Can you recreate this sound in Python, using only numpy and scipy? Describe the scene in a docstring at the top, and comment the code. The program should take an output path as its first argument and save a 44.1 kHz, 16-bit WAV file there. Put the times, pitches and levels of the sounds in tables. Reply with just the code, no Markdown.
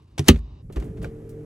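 """Inside a parked car, a hand pushes a fold-down ceiling panel shut. The lid clacks and scrapes home,
then the latch snaps, its housing rings and the roof lining booms, overloading the microphone.
The scene changes to behind a front seat: small trim clicks, a soft knock and a low motor hum.
Contacts are bursts of coloured noise with a duller cabin tail; struck parts ring as decaying sines."""
import sys
import numpy as np
from scipy import signal
from scipy.fft import rfft, irfft
from scipy.io import wavfile
from scipy.ndimage import uniform_filter1d

SR = 44100
rng = np.random.default_rng(int(sys.argv[2]) if len(sys.argv) > 2 else 0)


def to_wav(sig):
    """Store sig (one row per channel, or 1-D mono) as 16-bit WAV at the path in sys.argv[1].

    Samples outside -1..1 are clipped; the rate is SR.
    """
    pcm = np.clip(np.atleast_2d(sig), -1, 1) * 32767
    pcm = np.round(pcm).astype(np.int16)
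    wavfile.write(sys.argv[1], SR, pcm.T)  # frames by channels


N = 63945
T = np.arange(N) / SR
FREQS = np.fft.rfftfreq(N, 1 / SR)
CHANGE_S = .61  # cut to behind the seat
CABIN_T60_S = .07

# stereo image: f/Hz, left-right correlation
CORRELATION = [(100, 1), (300, 0.99), (450, 0.44), (600, 0.38), (850, -0.2), (1200, 0.519), (2000, 0.64),
               (3800, 0.093), (6500, 0.7), (8800, -.1), (11000, -0.49), (14000, 0.44)]


def undb(db):
    """Decibels to gain."""
    return 10 ** (np.asarray(db) / 20)


def at_hz(points, hz):
    """Look up a spectrum table on a log-frequency axis."""
    freqs, values = np.array(points, float).T
    return np.interp(np.log(np.maximum(hz, 1)), np.log(freqs), values)


def fader(points):
    """A level curve as gain over time."""
    return undb(np.interp(T, *np.array(points, float).T))


def pan(hz):
    """Left and right gains at these frequencies."""
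    # left minus right: f/Hz, level/dB
    balance = [(80, 0), (300, -2), (1100, -0.5), (2200, -0.44), (4000, 0.9), (12000, -0.36)]
    return undb(np.array([[.5], [-.5]]) * at_hz(balance, hz))


def noise(colour, tilt_db=0, diffuse_share=.4):
    """Coloured stereo noise of rms 1: partly diffuse, partly one wave reaching the sides out of step."""
    mid, diffuse = rfft(rng.standard_normal((2, N)))
    side = np.sqrt(diffuse_share) * diffuse - 1j * np.sqrt(1 - diffuse_share) * mid
    alike = at_hz(CORRELATION, FREQS)
    pair = mid * np.sqrt(1 + alike) + np.array([[1], [-1]]) * side * np.sqrt(1 - alike)
    gain = undb(at_hz(colour, FREQS) + tilt_db * np.log2(np.maximum(FREQS, 300)))
    x = irfft(pair * gain * pan(FREQS), N)
    return x / x.std()


def envelope(start, t60, rise):
    """A quick attack and an exponential decay, all times in seconds."""
    age = np.maximum(T - start, 0)
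    return (1 - np.exp(-age / rise)) * np.exp(-np.log(1000) * age / t60)


def drift(rate_hz):
    """Smooth random modulation with a spread of 1."""
    hold = int(SR / rate_hz)
    steps = np.repeat(rng.standard_normal(N // hold + 1), hold)
    smooth = uniform_filter1d(uniform_filter1d(steps, hold), hold)[:N]
    return smooth / smooth.std()


def ring(modes, start, rise, gain_db):
    """Struck modes of alternating sign; the high ones reach left and right out of step."""
    out = 0
    for k, (hz, db, t60) in enumerate(modes):
        skew = np.arccos(at_hz(CORRELATION, hz)) * np.array([[-.5], [.5]])
        tone = np.sin(2 * np.pi * hz * (T - start) + skew)
        out += (-1) ** k * undb(db) * pan(hz) * envelope(start, t60, rise) * tone
    return undb(gain_db) * out


def cracks(contacts, colour, tail_db, tail_t60, rise, dull_db_per_octave=2.2):
    """Each contact is a short crack with the duller tail of the upholstered cabin."""
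    out = 0
    for start, db, tilt_db, t60 in contacts:
        tail = envelope(start, tail_t60, .001) * noise(colour, tilt_db - dull_db_per_octave)
        crack = envelope(start, t60, rise) * noise(colour, tilt_db)
        out += undb(db) * (crack + undb(tail_db) * tail)
    return out


def cabin():
    """The room tone of the closed car, a little fuller behind the seat."""
    # room tone under the panel: f/Hz, level/dB
    panel_colour = [(25, -19), (60, 2), (120, -2), (190, -16.5), (270, -12.5), (450, -23), (620, -31),
                    (1120, -27.5), (1400, -45.5), (2400, -42), (2900, -36.5), (3300, -47.5), (3750, -36.5),
                    (4200, -46.5), (4900, -44), (6500, -54), (16000, -76.5)]
    # its dip and recovery: t/s, level/dB
    panel_level = [(0, -4.5), (.06, -12), (.16, -8), (.4, -0.5), (.6, -2)]
    # room tone behind the seat: f/Hz, level/dB
    seat_colour = [(25, 8), (110, 3), (200, -10.5), (400, -28), (800, -54), (2500, -56), (12000, -45),
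                   (13000, -72), (16000, -80)]
    under_panel = undb(-42) * fader(panel_level) * noise(panel_colour)
    behind_seat = undb(-43.5) * noise(seat_colour)
    crossfade = np.clip((T - CHANGE_S) / .02, 0, 1)
    return (1 - crossfade) * under_panel + crossfade * behind_seat


def lid_clack():
    """The hand meets the open lid and sets it ringing on its hinge."""
    # hand contacts: t/s, level/dB, tilt/(dB per octave), t60/s
    taps = [(.179, -34.5, -1, 0.11), (.1828, -24, -1.5, 0.025), (.1928, -19, 0.5, 0.0143)]
    # colour of the lid: f/Hz, level/dB
    colour = [(150, -5.5), (400, 0), (750, 2.5), (1300, -7.5), (2900, -0.5), (4800, -10), (5900, -3),
              (7000, -11), (8200, -5), (10500, -14), (12300, -12), (13500, -26.5), (16000, -30)]
    # lid modes: f/Hz, level/dB, t60/s
    modes = [(88, -13.5, .11), (142, -14.5, .15), (246, -33, 0.23), (330, -22, 0.1), (403, -19, .08),
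             (654, -34, .06), (730, -30.5, .06), (1002, -33, .05), (1835, -30, .04)]
    clack = cracks(taps, colour, tail_db=-12.5, tail_t60=CABIN_T60_S, rise=.00036)
    return clack + ring(modes, start=.1911, rise=.0055, gain_db=2.13)


def lid_scrape(grain_db=3):
    """The lid rubs in its frame in uneven grains, hardest just before the latch snaps."""
    # colour of the rubbing: f/Hz, level/dB
    colour = [(100, -1), (300, 5.5), (700, 2.5), (1500, -3), (2700, -6), (4500, -5.5), (5500, -11),
              (8000, -11), (12000, -13.5), (13500, -31)]
    # the lid slides home and settles: t/s, level/dB
    level = [(.18, -74), (.21, -60.5), (.245, -55.5), (.268, -46.5), (.281, -28.5), (.3, -44.5),
             (.335, -54.5), (.39, -53.5), (.425, -100)]
    return fader(level) * undb(grain_db * drift(300)) * noise(colour)


def latch(housing_t60=.078):
    """The plastic latch snaps in, rings its housing and rattles briefly."""
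    # snap and rattle contacts: t/s, level/dB, tilt/(dB per octave), t60/s
    contacts = [(.2831, -3.5, 0.45, .02), (.2862, -5, 0.1, 0.015), (.2878, -5, -4.5, 0.024),
                (.331, -38, -5.5, 0.024), (.344, -38, -6, 0.051), (.359, -33.5, -7, .04)]
    # colour of the plastic: f/Hz, level/dB
    plastic = [(150, -11), (400, -4.5), (800, -8.5), (1500, -8.5), (2700, 0), (4300, -2.5), (5100, -10.5),
               (6100, -4.5), (8500, -9), (12200, -8.5), (13500, -20), (16000, -16.5)]
    # housing modes: f/Hz, level/dB
    housing = [(977, -9), (1176, -1), (1258, -1), (1440, -10), (1724, -7), (1835, -5), (2086, -4),
               (2562, 0), (2859, 1), (3061, 0), (3268, -6), (3857, -4), (4015, -5), (4626, -5)]
    snap = cracks(contacts, plastic, tail_db=-9, tail_t60=CABIN_T60_S, rise=.00015)
    modes = [(hz, db, housing_t60) for hz, db in housing]
    return snap + ring(modes, start=.2865, rise=.00057, gain_db=-18.5)


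def roof_boom():
    """The roof lining and the cabin air boom as the panel shuts."""
    # lining and air modes: f/Hz, level/dB, t60/s
    modes = [(53, -15, .5), (74, -8, .27), (94, -7, .13), (154, -16, .26), (195, -4, .08), (222, -9, .17),
             (233, -13, .13), (257, -3, .11), (330, -2, .05), (384, -9, .12), (494, -19, .12),
             (438, -6, .05), (569, -21, .09)]
    return ring(modes, start=.2856, rise=.0036, gain_db=2.08)


def motor_rush():
    """The motor's soft rushing and a low rumble come in at the cut, swell and ease off."""
    # colour of the rushing: f/Hz, level/dB
    rush_colour = [(25, -6), (80, -14), (150, 7.5), (185, -11.5), (300, -1.5), (480, -6), (650, -16),
                   (1000, -26), (2000, -31.5), (4500, -45.5), (9500, -42), (12000, -39), (13000, -64),
                   (16000, -76)]
    # its swell: t/s, level/dB
    rush_level = [(.69, -58.5), (.73, -47.5), (.8, -39.5), (.86, -38), (.93, -45.5), (1.05, -42.5),
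                  (1.15, -44.5), (1.45, -45)]
    # colour of the rumble: f/Hz, level/dB
    rumble_colour = [(20, -19), (45, -3), (110, -2), (170, -4), (300, -19.5), (1000, -83)]
    # its surges: t/s, level/dB
    rumble_level = [(.6, -47.5), (.82, -38.5), (.9, -32), (.94, -37.5), (1., -31.5), (1.1, -34.5),
                    (1.15, -53), (1.45, -56)]
    rush = fader(rush_level) * noise(rush_colour)
    rumble = fader(rumble_level) * noise(rumble_colour)
    return np.clip((T - CHANGE_S) / .01, 0, 1) * (rush + rumble)


def trim_clicks():
    """Trim near the seat gives small clicks; one of them rings a hollow piece."""
    # trim contacts: t/s, level/dB, tilt/(dB per octave), t60/s
    contacts = [(.6975, -37, -7.5, 0.09), (.7235, -47.5, 5.5, 0.027), (.735, -45, -32, 0.045),
                (.759, -34, -1.5, 0.086), (.767, -26.5, -5.5, 0.055), (.7985, -44, 1.5, .045),
                (.8225, -34.5, -3.5, 0.047), (.841, -56, 11.5, 0.048), (.97, -45, -3, 0.12),
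                (1.016, -45, -0.5, 0.091), (1.026, -47, 10, 0.024), (1.0305, -33, -3, .045),
                (1.044, -30.5, -1, 0.022), (1.059, -52, -6, .05), (1.292, -49, 11, 0.02)]
    # colour of the trim: f/Hz, level/dB
    colour = [(150, -5.5), (400, 9.5), (900, -1), (1600, -3), (3000, -5), (5000, -11.5), (9000, -13),
              (12000, -15), (13200, -23), (16000, -32)]
    # modes of the hollow piece: f/Hz, level/dB, t60/s
    hollow = [(537, -31, 0.085), (733, -31.5, 0.048), (1433, -33, .04), (1620, -28, 0.022),
              (1870, -35, 0.016), (2390, -31, 0.019)]
    clicks = cracks(contacts, colour, tail_db=-4.5, tail_t60=.13, rise=.0015)
    return clicks + ring(hollow, start=1.044, rise=.00068, gain_db=-2.5)


def motor_hum(start=.76, spin_up_s=.0612, waver=.008, flutter_db=1.7):
    """A small motor spins up to a hum that wavers in pitch and level."""
    # partials at full speed: f/Hz, rms level/dB
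    partials = [(108, -45.5), (149, -48), (223, -53.5), (297, -50.5), (403, -51.5), (447, -45.5)]
    running = 1 - np.exp(-np.maximum(T - start, 0) / spin_up_s)
    speed = (1 - .12 * (1 - running)) * (1 + waver * drift(14))  # starts 12 % flat
    motor_time = np.cumsum(speed) / SR
    hum = 0
    for hz, db in partials:
        amplitude = np.sqrt(2) * undb(db + flutter_db * drift(26))
        hum += amplitude * np.sin(2 * np.pi * (hz * motor_time + rng.random()))
    return running * hum


def seat_knock():
    """A soft knock sets the seat back thudding."""
    # seat back modes: f/Hz, level/dB, t60/s
    modes = [(46.6, -16.5, .19), (58.3, -10.5, 0.19), (142, -29, .16), (281, -34, .12),
             (339.5, -11.5, 0.036), (1140, -32.5, 0.032)]
    return ring(modes, start=.7636, rise=.0069, gain_db=-1)


def scene():
    """The panel shuts, then the sounds behind the seat follow, all over room tone."""
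    panel = lid_clack() + lid_scrape() + latch() + roof_boom()
    behind_seat = motor_rush() + trim_clicks() + motor_hum() + seat_knock()
    return cabin() + panel + behind_seat


def record(dry):
    """The microphone thins the deepest bass, soft-clips the loudest peaks and cuts the top."""
    low_cut = signal.butter(2, 20, "high", fs=SR, output="sos")
    high_cut = signal.ellip(8, .2, 70, 16000, fs=SR, output="sos")
    thinned = signal.sosfiltfilt(low_cut, dry, padtype="even")
    clipped = thinned / (1 + thinned ** 8) ** (1 / 8)
    return signal.sosfilt(high_cut, clipped)


dry = scene()
out = record(dry)
to_wav(out)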